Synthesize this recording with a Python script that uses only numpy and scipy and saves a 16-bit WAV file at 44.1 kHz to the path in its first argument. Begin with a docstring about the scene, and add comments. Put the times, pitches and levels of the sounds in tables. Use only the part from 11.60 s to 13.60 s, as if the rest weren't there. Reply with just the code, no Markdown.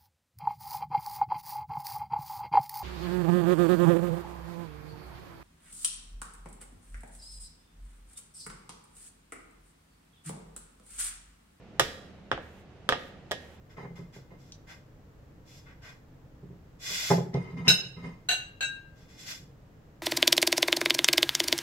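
"""A small hard room with a low wavering hum; a stereo pair hears the right side first, by 0.13 ms.
Four times a steel scraper is set down on a marble slab: a few quick contacts of the edge, each a filtered knock,
a gritty noise crack, the short modal ring of the hand-damped blade, a shudder of the table and the room's answer.
After each of the last three landings, and once the second has settled, the edge hisses faintly through melted
chocolate: shaped noise with sparse grit. The phone cuts everything above 15.8 kHz."""
import sys
import numpy as np
from scipy import signal
from scipy.fft import rfft, irfft
from scipy.io import wavfile
from scipy.ndimage import uniform_filter1d

SR = 44100
rng = np.random.default_rng(int(sys.argv[2]) if len(sys.argv) > 2 else 0)


def master(y):
    """Save y as 16-bit WAV."""
    cut = np.clip(np.atleast_2d(y).T, -1, 1)
    pcm = np.round(cut * 32767)  # scale
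    wavfile.write(sys.argv[1], SR, pcm.astype(np.int16))


N = 88200  # two seconds

# Air of the room: [f/Hz, relative level per Hz/dB]
AIR_SPECTRUM = [(25, -14), (59, -5), (185, -5.5), (300, -9.5), (550, -13.5), (750, -15.5), (1000, -22.5),
                (1600, -24), (2800, -27), (4400, -35), (6500, -40.5), (10000, -52), (16000, -57)]
# Hum of the room, before panning: [f/Hz, rms level/dB]
HUM_TONES = [(76, -60), (134, -72.5), (195, -62.5), (490, -70.5)]
# Contacts of edge and slab; where the edge lands decides which modes ring:
# [t/s, then level/dB of thud, body, knock, clack, tick, sizzle,
#  then ring level/dB of handle, low bend, high bend, steel]
CONTACTS = [(0.1960, 9.5, 17.5, 20, 5, -3, -10.5, 4.5, -1.5, 1, 8.5),
            (0.1971, 2, 7.5, 15, 13.5, 4.5, 6, -3, -4.5, -19, 4),
            (0.1983, 6.5, 9, 9, 5.5, 4, -9, -3, -14, 3.5, 4),
            (0.2074, 11, 7.5, 2, 0, -26, -25, -34, 4.5, -7, 1),
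            (0.7152, 10.5, 16, 18, 5, -16, -27, -15.5, -14, -8, -11),
            (0.777, -5, 5, -2.5, -25, -34, -48, 6.5, -3.5, -10.5, -17),
            (1.2902, 8, 10.5, 15, 13, -5, -6, 6, 6.5, -25, -12.5),
            (1.2947, 7, 5, 13, 0, -13, -24, 13.5, 0, -15.5, -4),
            (1.3239, 6, 15, 13, 4.5, -13.5, -29, 4, 3, 5, 8),
            (1.7114, 3.5, 13.5, -9, 1, -15, -34, -7, -5, -25, 0),
            (1.7164, -0.5, 8.5, 3.5, 3.5, -7, -10.5, 3.5, -10, 10, 0)]
# Where thud, body, knock, clack, tick and sizzle lie: [f/Hz]
CONTACT_HZ = [400, 800, 1400, 3400, 7000, 14000]
# Where handle, low bend, high bend and steel modes lie: [f/Hz]
RING_HZ = [510, 1225, 1680, 3420]
# Modes of blade and handle, before each contact's weighting: [f/Hz, peak gain/dB, t60/s]
BLADE_MODES = [(253.6, -14, .09), (509, 1.5, 0.35), (550, 4.5, .09), (706, -0.5, .06), (943, -3.5, .13),
               (1216, 5.5, 0.046), (1674, 2.5, .07), (1860, 5.5, .06), (3040, 2.5, 0.15), (3310, 3.5, 0.14),
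               (3580, 1.5, .16), (3936, 0.5, 0.066), (5080, 7.5, 0.12), (11450, 2, .045)]
# Spectra of one contact, before each contact's weighting: [f/Hz, level/dB]
KNOCK_SPECTRUM = [(40, -23.5), (120, -16.5), (280, 1.5), (500, -6), (1000, -7.5), (1750, 1), (2250, -21.5),
                  (3300, 1), (4400, -10.5), (5200, -10), (6200, -3.5), (16000, -19)]
CRACK_SPECTRUM = [(100, -58), (1200, -18), (1700, -23.5), (2300, -16), (3350, -7), (4400, -12.5),
                  (5200, 0.5), (6100, -7.5), (8300, -11.5), (10000, -8), (11400, -2), (13000, -13),
                  (16000, -32.5)]
SHUDDER_SPECTRUM = [(40, -29), (120, -2), (250, -12.5), (450, 6), (950, -8), (1300, -5.5), (1750, -10),
                    (2300, -10), (3350, -3.5), (4400, -12.5), (5200, -4), (6200, -6.5), (8300, -8.5),
                    (16000, -22.5)]
ROOM_SPECTRUM = [(50, -1.5), (130, -7), (450, -3.5), (1000, -20.5), (1800, -9.5), (2400, -13.5),
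                 (3400, -11.5), (7000, -12), (16000, -25)]
# Decay of the table and of the room: [f/Hz, t60/s]
SHUDDER_T60 = [(120, .14), (500, 0.12), (1500, 0.062), (4000, 0.24), (12000, 0.044)]
ROOM_T60 = [(120, 0.23), (600, 0.81), (2000, 0.55), (5000, 0.63), (13000, 0.48)]
# Stereo balance of the direct sound: [f/Hz, left minus right level/dB]
DIRECT_PAN = [(120, -0.5), (500, -3), (1400, -2), (3500, -6.5), (8000, 6.5)]
# Strokes of the edge through the chocolate: [start t/s, end t/s, level/dB]
STROKES = [(0.788, 1.008, -63.5), (1.367, 1.487, -59.5), (1.78, 1.956, -62)]
# Hiss of the edge on stone: [f/Hz, relative level per Hz/dB]
HISS_SPECTRUM = [(300, -8.5), (1000, 2.5), (3200, -0.5), (4400, -14.5), (7000, -8.5), (9000, -15.5),
                 (14000, -15.5), (16000, -19)]

AIR_DB, AIR_FLICKER_DB, AIR_FLICKER_PER_S = -51.5, 0.67, 13.9
HUM_WAVER, HUM_WAVER_PER_S = 0.71, 5.2
# Above about this pitch the two microphones hear unrelated noise
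AIR_WIDE_HZ, WIDE_HZ = 1250, 800
DIFFUSE_PAN_DB, LEFT_LAG_S = -1.75, 0.00013
BLOW_SIZE = 16384  # samples in one contact
CRACK_T60_S = 0.027
SHUDDER_ONSET_S, SHUDDER_DB = 0.0018, 1.5
ROOM_ONSET_S, ROOM_DB = 0.0091, -1.5
RING_ROOM_DB = 2  # weight of the blade's ring against the knock in what the room hears
DISPERSION_HZ, DISPERSION_WIDTH_HZ = 1430, 810  # bending waves near this pitch arrive late
STROKE_ATTACK_S, STROKE_RELEASE_S = 0.038, 0.024
GRIT_PER_S, GRIT_DB = 320, -12.5
TOP_HZ = 15800


def undb(db):
    """Decibels to gain."""
    return 10 ** (np.asarray(db) / 20)


def unit(x):
    """Scale to rms 1."""
    return x / np.sqrt(np.mean(x ** 2))


def along(points, hz):
    """Read (f/Hz, value) points on a log-frequency axis."""
    p = np.array(points, float)
    return np.interp(np.log(np.maximum(hz, 1)), np.log(p[:, 0]), p[:, 1])


def colour(x, points):
    """Causal minimum-phase filter with the gain of (f/Hz, level/dB) points."""
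    n = x.shape[-1]
    size = 2 * n
    log_gain = along(points, np.fft.rfftfreq(size, 1 / SR)) * np.log(10) / 20
    cepstrum = irfft(log_gain)
    # folding the cepstrum forward in time makes the filter causal
    cepstrum[1:n] *= 2
    cepstrum[n + 1:] = 0
    return irfft(rfft(x, size) * np.exp(rfft(cepstrum)))[..., :n]


def convolve(x, response):
    """Play a sound through a response for each channel."""
    return signal.fftconvolve(np.atleast_2d(x), response, axes=-1)[:, :N]


def add(out, x, start):
    """Mix a sound in at its start time."""
    i = int(start * SR)
    n = min(x.shape[-1], N - i)
    out[..., i:i + n] += x[..., :n]


def pan(db):
    """Left and right gains for a left-minus-right level."""
    return undb(np.array([[db], [-db]]) / 2)


def walk(rate):
    """Random levels held 1 / rate s and slewed twice, rms 1."""
    k = int(SR / rate)
    steps = np.repeat(rng.standard_normal(N // k + 1), k)
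    return unit(uniform_filter1d(uniform_filter1d(steps, k), k)[:N])


def decay_to_60_db(t, t60):
    """Exponential decay that falls 60 dB in t60 seconds."""
    return np.exp(-np.log(1000) * t / t60)


def diffuse(wide_hz, size=N):
    """White stereo noise, mostly alike on both sides in the bass and unrelated in the treble."""
    hz = np.fft.rfftfreq(size, 1 / SR)
    alike = 0.9 / (1 + (hz / wide_hz) ** 2)
    mid, side = rfft(rng.standard_normal((2, size)))
    mid = mid * np.sqrt((1 + alike) / 2)
    side = side * np.sqrt((1 - alike) / 2)
    return irfft(np.array([mid + side, mid - side]), size) * pan(DIFFUSE_PAN_DB)


def tail(t60s, onset_s, size):
    """Dense reflections that build up and die away, each octave at its own rate."""
    t, hz = np.arange(size) / SR, np.fft.rfftfreq(size, 1 / SR)
    centres = 125 * 2. ** np.arange(8)
    noise, out = rfft(diffuse(WIDE_HZ, size)), 0
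    for centre in centres:
        band = along(list(zip(centres, centres == centre)), hz)  # crossfades with its neighbours
        build_up = 1 - np.exp(-(t / onset_s) ** 2)
        envelope = build_up * decay_to_60_db(t, along(t60s, centre))
        out = out + irfft(noise * band, size) * envelope / np.sqrt(np.sum(envelope ** 2))
    return out


def room_air():
    """Broad rumble of the room, its level flickering slightly."""
    level = undb(AIR_DB + AIR_FLICKER_DB * walk(AIR_FLICKER_PER_S))
    return level * unit(colour(diffuse(AIR_WIDE_HZ), AIR_SPECTRUM))


def room_hum():
    """Low tones, each wavering at random in strength and phase."""
    t, hum = np.arange(N) / SR, 0
    for hz, db in HUM_TONES:
        waver = 1 + HUM_WAVER * (walk(HUM_WAVER_PER_S) + 1j * walk(HUM_WAVER_PER_S))
        tone = np.exp(2j * np.pi * (hz * t + rng.random()))
        hum = hum + undb(db) * unit(np.real(waver * tone))
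    return hum * pan(DIFFUSE_PAN_DB)


def knock(push):
    """The slab answers the edge's single push with a short filtered click."""
    return colour(push, KNOCK_SPECTRUM)


def crack():
    """Grit under the edge cracks: a quickly dying burst of coloured noise."""
    burst = decay_to_60_db(np.arange(BLOW_SIZE) / SR, CRACK_T60_S)
    noise = diffuse(WIDE_HZ, BLOW_SIZE) * burst / np.sqrt(np.sum(burst ** 2))
    return colour(noise, CRACK_SPECTRUM)


def blade_ring(weights):
    """Hand-damped blade: decaying cosine modes weighted by (f/Hz, level/dB) points."""
    t, out = np.arange(BLOW_SIZE) / SR, 0
    for hz, db, t60 in BLADE_MODES:
        peak_scale = 2 * np.log(1000) / t60 / SR  # makes the mode's spectral peak 1
        gain = undb(db + along(weights, hz)) * peak_scale
        out = out + gain * decay_to_60_db(t, t60) * np.cos(2 * np.pi * hz * t)
    return out


def table_shudder():
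    """The table shakes: dense coloured vibration with its own decay in each octave."""
    return undb(SHUDDER_DB) * colour(tail(SHUDDER_T60, SHUDDER_ONSET_S, BLOW_SIZE), SHUDDER_SPECTRUM)


def room_response():
    """Reverberation of the small hard room, drawn afresh for each spot of contact."""
    return undb(ROOM_DB) * colour(tail(ROOM_T60, ROOM_ONSET_S, 2 * BLOW_SIZE), ROOM_SPECTRUM)


def disperse(x):
    """All-pass that spreads a knock over a few cycles, as a plate does."""
    _, poles = signal.iirpeak(DISPERSION_HZ, DISPERSION_HZ / DISPERSION_WIDTH_HZ, fs=SR)
    return signal.lfilter(poles[::-1], poles, x)


def microphones(x):
    """The direct sound reaches the right microphone first; balance depends on pitch."""
    left = colour(x, [(hz, db / 2) for hz, db in DIRECT_PAN])
    right = colour(x, [(hz, -db / 2) for hz, db in DIRECT_PAN])
    lag = np.exp(-2j * np.pi * np.fft.rfftfreq(N, 1 / SR) * LEFT_LAG_S)
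    return np.array([irfft(rfft(left) * lag, N), right])


def landings():
    """Each contact knocks and cracks on the slab, rings the blade, shakes the table and excites the room."""
    direct, around = np.zeros(N), np.zeros((2, N))
    push = signal.unit_impulse(BLOW_SIZE)
    for start, *levels_db in CONTACTS:
        shape = list(zip(CONTACT_HZ, levels_db[:6]))
        ring = blade_ring(list(zip(RING_HZ, levels_db[6:])))
        add(direct, colour(knock(push) + ring, shape), start)
        add(around, colour(crack() + table_shudder(), shape), start)
        into_room = colour(push + undb(RING_ROOM_DB) * ring, shape)
        add(around, convolve(into_room, room_response()), start)
    return microphones(disperse(direct)) + around


def strokes():
    """The lubricated edge hisses as it gathers speed, catching on fine grit."""
    t, speed = np.arange(N) / SR, 0
    for start, end, db in STROKES:
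        attack = np.clip((t - start) / STROKE_ATTACK_S, 0, 1)
        release = np.exp(-np.maximum(t - end, 0) / STROKE_RELEASE_S)
        speed = speed + undb(db) * attack * release
    catches = rng.random(N) < GRIT_PER_S / SR
    grit = unit(catches * rng.standard_normal(N))
    return speed * unit(colour(diffuse(WIDE_HZ) + undb(GRIT_DB) * grit, HISS_SPECTRUM))


def scene():
    """Room tone throughout, with the landings and strokes over it."""
    return room_air() + room_hum() + landings() + strokes()


def record(dry):
    """The phone cuts the top with a steep elliptic low-pass."""
    low_pass = signal.ellip(8, .2, 70, TOP_HZ, fs=SR, output="sos")  # ripple, stop band in dB
    return signal.sosfilt(low_pass, dry)


dry = scene()
out = record(dry)
master(out)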